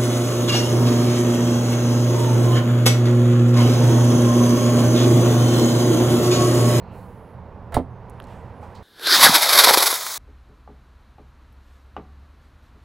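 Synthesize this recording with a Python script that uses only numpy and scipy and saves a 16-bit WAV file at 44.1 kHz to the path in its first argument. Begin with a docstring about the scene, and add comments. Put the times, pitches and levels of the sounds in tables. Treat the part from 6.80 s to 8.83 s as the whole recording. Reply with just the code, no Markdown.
"""A wooden cabinet door pushed shut in a small, well damped room, heard a little right of centre.
Ventilation air and a low hum lie under everything; hinge and sleeve rustle faintly at the start.
Just before 1 s the door brushes its catch, the catch snaps in, and the panel knocks on the frame
and rings briefly. Thin squeaks follow, then tiny dry ticks close to the microphone among more
rustling, and near the end a soft footfall."""
import sys
import numpy as np
from scipy import signal
from scipy.fft import rfft, irfft, next_fast_len
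from scipy.io import wavfile

SR = 44100
rng = np.random.default_rng(int(sys.argv[2]) if len(sys.argv) > 2 else 0)


def int16_out(signal):
    """Quantize to a 16-bit WAV file."""
    q = np.round(np.clip(np.atleast_2d(signal).T, -1, 1) * 32767)
    wavfile.write(sys.argv[1], SR, q.astype(np.int16))


N = 89478
T = np.arange(N) / SR
FREQS = np.maximum(np.arange(N // 2 + 1) * SR / N, 1)


def from_db(db):
    """Decibels to gain."""
    return 10 ** (np.asarray(db) / 20)


def at_hz(points, hz):
    """Read a table on a log-frequency axis."""
    freqs, values = np.transpose(points)
    return np.interp(np.log(hz), np.log(freqs), values)


def noise(gain):
    """Unit-rms noise, shaped by a gain at each frequency."""
    shaped = irfft(rfft(rng.standard_normal(N)) * gain, N)
    return shaped / np.sqrt(np.mean(shaped ** 2) + 1e-20)


def band_noise(hz, width_hz):
    """Unit-rms noise gathered around one frequency."""
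    return noise(1 / (1 + (2 * (FREQS - hz) / width_hz) ** 2))


def since(s):
    """Time since s, zero before."""
    return np.maximum(T - s, 0)


def ring(s, hz, db, t60):
    """One mode struck at s, falling 60 dB in t60 seconds."""
    t = since(s)
    return from_db(db - 60 * t / t60) * np.sin(2 * np.pi * hz * t)


def pulse(s, hz, width_hz, db):
    """A heavily damped resonance that swells and dies within a few cycles."""
    t = since(s)
    age = np.pi * width_hz * t / 2
    return from_db(db) * (age * np.exp(1 - age)) ** 2 * np.sin(2 * np.pi * hz * t)


def diffuse(s, colour, t60s, rise_s):
    """Dense resonances set off at s; each half octave dies at its own rate."""
    t, size = since(s), next_fast_len(N, real=True)
    spectrum = rfft(noise(from_db(at_hz(colour, FREQS))), size)
    bin_hz = np.maximum(np.arange(len(spectrum)) * SR / size, 40)
    half_octave = np.round(2 * np.log2(bin_hz))
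    out = 0
    for k in np.unique(half_octave):
        band = irfft(spectrum * (half_octave == k), size)[:N]
        out += band * from_db(-60 * t / at_hz(t60s, 2 ** (k / 2)))
    return out * (1 - np.exp(-t / rise_s))


# colour of the air in the room: (frequency [Hz], relative density [dB])
AIR_COLOUR = [(8, -17), (25, -8.5), (50, -6), (80, -2), (125, -4), (150, -12.5), (180, -6), (260, -12),
              (330, -17), (480, -10), (640, -15), (950, -13), (1250, -23), (1900, -31), (3000, -42.5),
              (5000, -52), (8000, -62), (15000, -64.5)]
# slow swell of that air: (time [s], level [dB])
AIR_SWELL = [(0, -41), (.12, -39.5), (.35, -42), (.85, -41), (1.1, -42.5), (1.3, -40.5), (1.7, -40),
             (2.03, -42)]
# lift of its treble: (time [s], gain [dB])
AIR_TREBLE_LIFT = [(0, 0.5), (.45, 1.5), (.65, 0), (1.1, 0), (1.3, 2), (1.5, 4.5), (1.75, 2.5), (2.03, 7.5)]
# narrow bands of the hum: (centre [Hz], starting level [dB], width [Hz], drift [dB/s])
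HUM_BANDS = [(82.94, -48, 4.2, -1), (119.8, -48, 14, -1), (179.7, -49.5, 18, -8)]


def ventilation(treble_hz=1730):
    """Room tone: steady ventilation air with a wavering low hum."""
    air = noise(from_db(at_hz(AIR_COLOUR, FREQS)))
    treble = irfft(rfft(air) / (1 + (treble_hz / FREQS) ** 4), N)
    lift = from_db(np.interp(T, *np.transpose(AIR_TREBLE_LIFT)))
    swell = from_db(np.interp(T, *np.transpose(AIR_SWELL)))
    hum = sum(from_db(db + drift * T) * band_noise(hz, width) for hz, db, width, drift in HUM_BANDS)
    return (air + treble * (lift - 1)) * swell + hum


# soft rubs: (time [s], rise [s], hold [s], 20 dB fall [s], level [dB], centre [Hz], half width [oct])
RUBS = [(0.008, 0.11, 0.038, 0.072, -61.5, 2580, 0.13), (.005, 0.023, 0.2, 0.056, -72.5, 4200, 0.096),
        (0.105, 0.049, 0.039, 0.37, -65.5, 10500, 0.96), (0.108, 0.035, 0.39, 0.04, -76, 10640, 0.13),
        (1.455, .04, 0.062, 0.24, -70.5, 7900, 0.48), (1.458, 0.028, .04, 0.085, -60.5, 2580, 0.49),
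        (1.802, 0.014, .01, 0.26, -70.5, 9000, 0.65), (1.944, 0.0071, 0.021, 0.049, -57, 4080, 0.4)]


def rustles():
    """Hinge, sleeve and hand rub faintly: bands of noise that swell, hold and fade."""
    out = 0
    for s, rise, hold, fall, db, hz, octaves in RUBS:
        envelope = np.minimum(since(s) / rise, 1) * from_db(db - 20 * since(s + rise + hold) / fall)
        out += envelope * noise(1 / (1 + (np.log2(FREQS / hz) / octaves) ** 2))
    return out


# the catch is brushed, snaps in, rattles and is jolted by the knock:
# (time [s], level [dB], dulling above 1 kHz [dB/oct], rise [s], thump level [dB])
CATCH_CONTACTS = [(0.921, -28, 5.5, 0.0021, -58), (0.9423, -23.5, -0.5, 0.00065, -19.5),
                  (0.957, -32, 5.5, 0.0005, -23), (0.9692, -27.5, 5.5, 0.00029, -19)]
# ring of the catch: (frequency [Hz], relative level [dB], t60 [s])
CATCH_RINGS = [(1315, -12, .14), (1508, -19, .14), (1688, -20, .15), (1734, -17.5, .15), (1767, -18, .15),
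               (1980, -17, .13), (2105, -21, .12), (3075, -21, .12), (3190, -23, .13), (3842, -18, .1),
               (9200, -23, .12)]
# colour of its clatter: (frequency [Hz], relative density [dB])
CLATTER_COLOUR = [(10, -34), (100, 6), (200, -9.5), (350, -17), (660, 1.5), (1000, -13.5), (1300, -10.5),
                  (2100, -11.5), (2750, -21.5), (3900, -19.5), (6400, -30), (8000, -24), (9000, -16.5),
                  (10200, -25), (15000, -35)]
# decay of its clatter: (frequency [Hz], t60 [s])
CLATTER_DECAY = [(200, 0.23), (1500, 0.063), (4000, 0.12), (9000, 0.075), (15000, 0.14)]


def catch():
    """Each contact with the catch cracks, clatters, rings its spring and nudges the cabinet."""
    crack_hz, crack_db, crack_t60 = 2470, -5, 0.013  # bright first instant
    spring_hz, spring_db, spring_t60 = 9100, -32.5, 0.23  # cluster of close modes
    out = 0
    for s, db, dull_db, rise_s, thump_db in CATCH_CONTACTS:
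        dulling = lambda hz: dull_db * max(np.log2(hz / 1000), 0)
        t = since(s)
        crack = noise(FREQS / (FREQS + crack_hz))
        crack *= from_db(crack_db - dulling(crack_hz) - 60 * t / crack_t60)
        spring = band_noise(spring_hz, width_hz=2300)
        spring *= from_db(spring_db - dulling(spring_hz) - 60 * t / spring_t60)
        rings = sum(ring(s, hz, level - dulling(hz), t60) for hz, level, t60 in CATCH_RINGS)
        colour = [(hz, level - dulling(hz)) for hz, level in CLATTER_COLOUR]
        clatter = diffuse(s, colour, CLATTER_DECAY, rise_s)
        thump = ring(s + rise_s, hz=51.3, db=thump_db, t60=0.08)
        attack = 1 - np.exp(-t / rise_s)
        out += from_db(db) * ((crack + spring + rings) * attack + clatter) + thump
    return out


# blow of panel on frame: (centre [Hz], width [Hz], level [dB], delay [s])
BLOW_PULSES = [(700, 524, -3, 0.00075), (140, 120, -21.5, 0.0038)]
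# modes of door and cabinet: (frequency [Hz], relative level [dB], t60 [s])
WOOD_MODES = [(80, -20, .26), (103, -20.5, .22), (258, -16.5, .2), (276, -25, .2), (294, -22, .17),
              (392, -27, .2), (450, -22.5, .14), (496, -27, .16), (535, -30, .13), (583, -23.5, .14),
              (654, -22, .14), (678, -20.5, .13), (754, -24, .15), (876, -26, .15), (905, -31, .16),
              (1016, -27, .11), (1192, -36, .14), (1315, -42, .13)]
# diffuse ring of cabinet and room: (frequency [Hz], relative density [dB])
ROOM_COLOUR = [(10, -30), (32, -3), (100, -21), (150, -5), (195, -9), (280, -8), (500, -4), (900, 0.5),
               (1400, -18), (2500, -32), (4500, -42), (8000, -45), (15000, -52)]
# decay of that ring: (frequency [Hz], t60 [s])
ROOM_DECAY = [(80, 0.74), (280, 0.31), (700, 0.059), (2000, 0.14), (10000, 0.077)]


def door(knock_s=0.9665, rebound_s=1):
    """The panel knocks on the frame, springs back and meets it again; wood and room ring on."""
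    echo_delay_s, echo_db, echo_cut_hz = 0.009, -10, 390  # off a near surface, about 3 m more path
    modes_db, build_cycles = -0.5, 0.67  # low modes take longer to swell
    tail_delay_s, tail_db = 0.0017, -20.5
    blow = -sum(pulse(knock_s + delay, hz, width, db) for hz, width, db, delay in BLOW_PULSES)
    lowpass = signal.butter(1, echo_cut_hz, fs=SR, output="sos")
    echo = signal.sosfilt(lowpass, np.interp(T - echo_delay_s, T, blow))
    rebound = pulse(rebound_s, hz=394, width_hz=520, db=-14)
    modes = 0
    for hz, db, t60 in WOOD_MODES:
        build = 1 - np.exp(-(since(knock_s) * hz / build_cycles) ** 2)
        modes -= ring(knock_s, hz, db, t60) * build
    tail = diffuse(knock_s + tail_delay_s, ROOM_COLOUR, ROOM_DECAY, rise_s=0.0038)
    return blow + from_db(echo_db) * echo + rebound + from_db(modes_db) * modes + from_db(tail_db) * tail


# faint squeaks: (time [s], length [s], pitch [Hz], bend in the middle [Hz], level [dB])
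THIN_SQUEAKS = [(1.08, 0.081, 11100, 60, -81.5), (1.08, 0.14, 6400, -130, -82),
                (1.322, .05, 10150, 250, -79), (1.356, 0.042, 9800, -450, -78),
                (1.736, 0.088, 10500, -250, -75)]


def squeaks(waver_hz=50, waver_rate_hz=160):
    """Thin tones that swell, bend in pitch and waver as they go."""
    out = 0
    for s, length, hz, bend_hz, db in THIN_SQUEAKS:
        arch = np.sin(np.pi * np.minimum(since(s) / length, 1))
        waver = waver_hz * noise(1 / (1 + (FREQS / waver_rate_hz) ** 2))
        pitch = hz + bend_hz * arch + waver
        out += from_db(db) * arch * np.sin(2 * np.pi * np.cumsum(pitch) / SR)
    return out


# dry ticks at close range: (time [s], centre [Hz], width [Hz], level [dB])
CLOSE_TICKS = [(1.2981, 10000, 7000, -36), (1.304, 9000, 5030, -44), (1.4017, 1220, 1100, -28),
               (1.401, 3060, 1800, -31.5), (1.4012, 11300, 3600, -40.5), (1.4222, 2980, 6000, -39),
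               (1.441, 4240, 600, -51), (1.4293, 9750, 3500, -46), (1.4415, 7940, 9000, -41.5),
               (1.4511, 6500, 8000, -47), (1.471, 7500, 8050, -45), (1.954, 7700, 7960, -40)]


def ticks(scuff_db=-22, scuff_t60=0.023):
    """Tiny clicks, each trailed by a rough scuff, too near the microphone to carry any room."""
    out = 0
    for s, hz, width, db in CLOSE_TICKS:
        scuff_envelope = (T > s) * from_db(db + scuff_db - 60 * since(s) / scuff_t60)
        out += pulse(s, hz, width, db) + scuff_envelope * band_noise(hz, width)
    return out


# thud of a foot on the floor: (frequency [Hz], relative density [dB])
FOOTFALL_COLOUR = [(30, -5), (80, 10), (200, -6), (400, 4), (540, 0), (690, 10), (830, 5.5), (1050, 7),
                   (1500, -2), (3000, -18.5), (8000, -26), (15000, -47)]


def footfall(s=1.827, thud_db=-41.5, thud_t60=0.24, rise_s=0.0021):
    """A soft step, dulled by the floor, whose panel rings briefly under the foot."""
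    thud = from_db(thud_db) * diffuse(s, FOOTFALL_COLOUR, [(1000, thud_t60)], rise_s)
    floor = ring(s, hz=828, db=-36, t60=0.16)
    return thud + floor * (1 - np.exp(-since(s) / rise_s))


def scene(left_db=-4.5):
    """Everything reaches one microphone position and sits a little right of centre."""
    mix = ventilation() + rustles() + catch() + door() + squeaks() + ticks() + footfall()
    sides = from_db([[left_db], [0]])
    return mix * sides / sides.mean()


def record(dry, cutoff_hz=15750):
    """A steep low-pass after the microphone cuts the very top."""
    return signal.sosfilt(signal.ellip(10, .2, 80, cutoff_hz, fs=SR, output="sos"), dry)


dry = scene()
out = record(dry)
int16_out(out)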